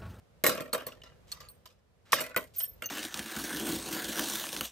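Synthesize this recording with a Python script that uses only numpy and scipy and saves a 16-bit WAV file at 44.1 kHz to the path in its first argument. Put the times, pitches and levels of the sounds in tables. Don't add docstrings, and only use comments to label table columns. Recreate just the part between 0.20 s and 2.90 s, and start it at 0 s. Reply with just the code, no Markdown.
import sys
import numpy as np
from scipy import signal
from scipy.fft import rfft, irfft, next_fast_len
from scipy.io import wavfile

SR = 44100
rng = np.random.default_rng(int(sys.argv[2]) if len(sys.argv) > 2 else 0)


def unload_audio(sound):
    columns = np.transpose(np.atleast_2d(sound))
    steps = np.round(np.clip(columns, -1, 1) * 32767)
    wavfile.write(sys.argv[1], SR, steps.astype(np.int16))


N = 119070


def amp(db):
    return 10 ** (np.asarray(db, float) / 20)


def rms_one(x):
    return x / np.sqrt(np.mean(x ** 2) + 1e-20)


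def clicks(times, gains):
    out = np.full(N, 1e-18)
    places = np.minimum((np.asarray(times) * SR).astype(int), N - 1)
    np.add.at(out, places, gains)
    return out


def dying(x, t60):
    return signal.lfilter([1], [1, -amp(-60 / (t60 * SR))], x)


def soften(x, seconds):
    r = np.exp(-1 / (seconds * SR + 1))
    return signal.lfilter([1 - r], [1, -r], x)


def wobble(per_s):
    draws = rng.standard_normal(1000)
    return np.interp(np.arange(N) / SR * per_s, np.arange(1000), draws)


def resonance(x, hz, width):
    r = np.exp(-np.pi * width / SR)
    poles = [1, -2 * r * np.cos(2 * np.pi * hz / SR), r * r]
    return (1 - r * r) / 2 * signal.lfilter([1, 0, -1], poles, x)


GRIT_PER_S, GRIT_DB, GRIT_SHARE = 1400, 5, 0.42


def grit():
    sizes = amp(GRIT_DB * np.minimum(rng.exponential(1, N), 4))
    flakes = (rng.random(N) < GRIT_PER_S / SR) * sizes
    roughness = rms_one(dying(flakes, 0.0042))
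    return rms_one(rng.standard_normal(N) * (1 - GRIT_SHARE + GRIT_SHARE * roughness))


# (frequency [Hz], relative level per Hz [dB])
AIR_TONE = [(30, -27), (50, -5), (100, -8.5), (180, -12.5), (290, -23.5), (500, -16), (800, -25.5),
            (4000, -37), (16000, -48.5)]
# (time [s], level [dB])
AIR_LEVEL = [(0, -62.5), (1.246, -59), (1.6, -67.5), (2.7, -57.5)]


def air():
    hz = np.maximum(np.arange(N // 2 + 1) * SR / N, 1)
    tone_hz, tone_db = np.transpose(AIR_TONE)
    tone = amp(np.interp(np.log(hz), np.log(tone_hz), tone_db))
    both, *own = rfft(rng.standard_normal((3, N)))
    alike = 1 / (1 + (hz / 300) ** 2)
    spectrum = np.sqrt(alike) * both + np.sqrt(1 - alike) * np.array(own)
    level_db = np.interp(np.arange(N) / SR, *np.transpose(AIR_LEVEL))
    return amp(level_db) * rms_one(irfft(spectrum * tone, N))


# (start [s], end [s], level at the end [dB], centre pitch [Hz])
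SCRAPES = [(1.069, 1.135, -59, 3500), (1.851, 1.938, -60, 1294), (2.336, 2.402, -51.5, 5860)]


def scrapes():
    out, t = np.zeros((2, N)), np.arange(N) / SR
    for start, end, db, hz in SCRAPES:
        swell = np.interp(t, [start, end], [.5, 1], left=0, right=0)
        sos = signal.butter(1, [hz / 2, hz * 2], "band", fs=SR, output="sos")
        pair = grit() + .5 * np.array([grit(), grit()])
        out += amp(db) * soften(swell, .004) * rms_one(signal.sosfilt(sos, pair))
    return out


# (time [s], peak level of the ring [dB], pitch [Hz])
TICKS = [(.565, -35, 634), (.721, -42, 2840), (0.818, -43, 2980), (1.122, -33, 8100), (1.235, -53.5, 2000),
         (1.473, -47.5, 4860), (1.966, -33, 1860), (1.985, -27.5, 1710), (2.082, -56, 520),
         (2.145, -35, 1460), (2.406, -36, 3060), (2.442, -35.5, 3200)]
TICK_SHARPNESS = 19


def ticks():
    out, t = np.zeros(N + SR), np.arange(SR // 10) / SR
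    contact = rng.standard_normal((len(TICKS), len(t))) * amp(-60 * t / 0.024)
    for (s, db, hz), touch in zip(TICKS, contact):
        ring = resonance(touch, hz, hz / TICK_SHARPNESS)
        start = int(s * SR)
        out[start:start + len(t)] += amp(db) * (ring / np.abs(ring).max() + 0.11 * touch)
    return out[:N]


FAVOUR_DB_PER_OCT = 17
CHATTER_DB, CHATTER_PER_S = 6, 110


def steel(t60, modes, blows):
    s, db, near_hz = np.transpose(blows)
    out = np.zeros(N)
    r = amp(-60 / (t60 * SR))
    for hz, mode_db in modes:
        w = 2 * np.pi * hz / SR
        off_pitch_db = FAVOUR_DB_PER_OCT * np.abs(np.log2(hz / near_hz))
        hit = clicks(s, amp(db + mode_db - off_pitch_db))
        ring = signal.lfilter([0, np.cos(w / 2)], [1, -2 * r * np.cos(w), r * r], hit)
        out += amp(CHATTER_DB * wobble(CHATTER_PER_S)) * ring
    return np.diff(out, prepend=0)


# (frequency [Hz], relative level [dB])
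ROD_MODES = [(8690, -7.5), (11200, -12.5), (14390, 2.5)]
# (time [s], level [dB], favoured pitch [Hz])
ROD_BLOWS = [(1.287, -42, 9060), (2.362, -37, 15000), (2.383, -19.5, 9900)]


def rod():
    return steel(0.2, ROD_MODES, ROD_BLOWS)


# (frequency [Hz], relative level [dB])
ROD_SIDE_MODES = [(5490, -7.5), (13400, -5.5)]
# (time [s], level [dB], favoured pitch [Hz])
ROD_SIDE_BLOWS = [(2.392, -32, 13000), (2.411, -23.5, 13600)]


def rod_side():
    return steel(0.24, ROD_SIDE_MODES, ROD_SIDE_BLOWS)


# (frequency [Hz], relative level [dB])
PLIERS_MODES = [(4340, 9.5), (11300, -13.5), (13290, -15.5), (14150, -5.5), (14890, -6)]
# (time [s], level [dB], favoured pitch [Hz])
PLIERS_BLOWS = [(0.413, -42, 6950), (0.529, -27, 5360), (0.667, -29, 14500), (1.123, -44, 6000),
                (1.287, -50.5, 4520), (2.007, -34, 6370), (2.172, -25, 13300)]


def pliers():
    return steel(0.048, PLIERS_MODES, PLIERS_BLOWS)


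# (frequency [Hz], relative level [dB])
SPANNER_MODES = [(1400, -5.5), (2821, 1.5), (4452, -5), (6255, 7.5), (12030, 8), (14340, 16.5)]
# (time [s], level [dB], favoured pitch [Hz])
SPANNER_BLOWS = [(2.622, -34, 1570), (2.642, -35.5, 3020), (2.659, -37.5, 7300), (2.69, -43.5, 2720)]


def spanner():
    return steel(0.085, SPANNER_MODES, SPANNER_BLOWS)


# (frequency [Hz], relative level [dB])
WRENCH_MODES = [(1120, 0.5), (1830, -2.36), (2150, -2.84)]
# (time [s], level [dB], favoured pitch [Hz])
WRENCH_BLOWS = [(0.243, -19.5, 2160), (.265, -13, 3000), (1.931, -5, 1335), (2.165, -24.5, 1600)]


def wrench():
    return steel(0.024, WRENCH_MODES, WRENCH_BLOWS)


# (frequency [Hz], width [Hz], level before TRAY_DB is added [dB])
TRAY_MODES = [(253.2, 13, -12.5), (498, 61, 0), (628, 51, 0), (1156, 230, -8)]
TRAY_DB = 15


def tray(x):
    out = x
    for k, (hz, width, db) in enumerate(TRAY_MODES):
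        out = out + (-1) ** k * amp(db + TRAY_DB) * resonance(x, hz, width)
    return out


HEAP_DB, HEAP_WIDTH_HZ = 6, 60


def heap(x):
    pitches = np.geomspace(1000, 15000, 40) * rng.uniform(.97, 1.03, 40)
    return x + amp(HEAP_DB) * sum(wobble(15) * resonance(x, hz, HEAP_WIDTH_HZ) for hz in pitches)


BOUNCES_PER_S, BOUNCE_T60_S = 70, .03


def bounces():
    hops = dying((rng.random(N) < BOUNCES_PER_S / SR) * rng.random(N) + 1e-18, BOUNCE_T60_S / 2)
    return .5 + .5 * hops / hops.mean()


# (time [s], crack [dB], thud [dB], mid knock [dB], sizzle [dB])
KNOCKS = [(0.2378, -14, -16.5, -21, -25.5), (0.2643, -9, -18, -21, -20.5), (0.2931, -15.5, -30, -25, -29.5),
          (0.35, -45, -32, -42.5, -45), (0.4045, -31, -30, -37, -42), (0.5312, -23, -26.5, -24, -29.5),
          (0.6658, -29.5, -34.5, -37, -40.5), (0.835, -36, -48, -45.5, -64), (1.1166, -25, -62.5, -41, -43),
          (1.2031, -32.5, -52.5, -44, -54), (1.4561, -34.5, -58.5, -51.5, -54),
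          (1.9207, -13, -41.5, -35, -28.5), (1.93, -7, -22.5, -18.5, -24), (2.0052, -22.5, -31, -27, -29),
          (2.162, -24.5, -20, -21, -29), (2.401, -23.5, -75, -38, -43), (2.6211, -48, -34.5, -31.5, -42.5)]
# (low edge [Hz], high edge [Hz], gain [dB], burst t60 [s],
# rattle level [dB], rattle t60 [s], left-right likeness [0-1])
BANDS = [(2830, 6560, -11, 0.035, -9, 0.27, 0.16), (139, 509, -4, 0.02, -7, 0.35, 0.85),
         (930, 2830, -1, 0.024, -8, 0.34, 0.54), (8130, 14000, 5.5, 0.069, -8.5, 0.21, 0.99)]
ATTACK_S, ATTACK_CYCLES = .0005, .2
SNAP_DB = 17
SETTLED_FROM_S, SETTLED_RATTLE = 2.1, .5


def knocks():
    s, *levels = np.transpose(KNOCKS)
    out, hops = np.zeros((2, N)), bounces()
    settled = np.arange(N) > SETTLED_FROM_S * SR
    for db, (low_hz, high_hz, gain_db, t60, tail_db, tail_t60, alike) in zip(levels, BANDS):
        power = clicks(s, amp(2 * (db + gain_db)))
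        late = power * settled * (low_hz < 1000)
        loose_rattle = dying(power - late + 1e-18, tail_t60 / 2)
        tight_rattle = dying(late + 1e-18, SETTLED_RATTLE * tail_t60 / 2)
        rattle = amp(2 * tail_db) * hops * (loose_rattle + tight_rattle)
        envelope = np.sqrt(dying(power, t60 / 2) + rattle)
        envelope = soften(envelope, ATTACK_S + ATTACK_CYCLES / low_hz)
        mid, side = grit(), grit()
        pair = np.sqrt((1 + alike) / 2) * mid + np.sqrt((1 - alike) / 2) * side * np.array([[1], [-1]])
        snap = clicks(s + 2 * ATTACK_S, amp(db + gain_db + SNAP_DB))
        sos = signal.butter(2, [low_hz, high_hz], "band", fs=SR, output="sos")
        norm = np.sqrt(SR / 2 / (high_hz - low_hz))
        out += norm * signal.sosfilt(sos, envelope * pair + snap)
    return heap(tray(out) / 2)


def scene():
    ringing = rod() + rod_side() + pliers() + spanner() + wrench()
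    return air() + scrapes() + ticks() + ringing + knocks()


# (frequency [Hz], phase lead of the right one [rad])
PORTS = [(250, -1), (1200, 0), (4200, -1.4), (10700, 3.14), (13800, 6.3), (17000, 10.1)]
LEFT_DB = -.5
CUTOFF_HZ = 16500


def record(dry):
    size = next_fast_len(N + 4096)
    hz = np.arange(size // 2 + 1) * SR / size
    lead = np.interp(hz, *np.transpose(PORTS))
    turn = np.exp(.5j * lead * np.array([[-1], [1]]))
    wet = irfft(rfft(dry, size) * turn, size)[:, :N] * amp([[LEFT_DB], [-LEFT_DB]])
    rounded = np.tanh(2 * wet) / 2
    return signal.sosfilt(signal.cheby2(12, 70, CUTOFF_HZ, fs=SR, output="sos"), rounded)


dry = scene()
out = record(dry)
unload_audio(out)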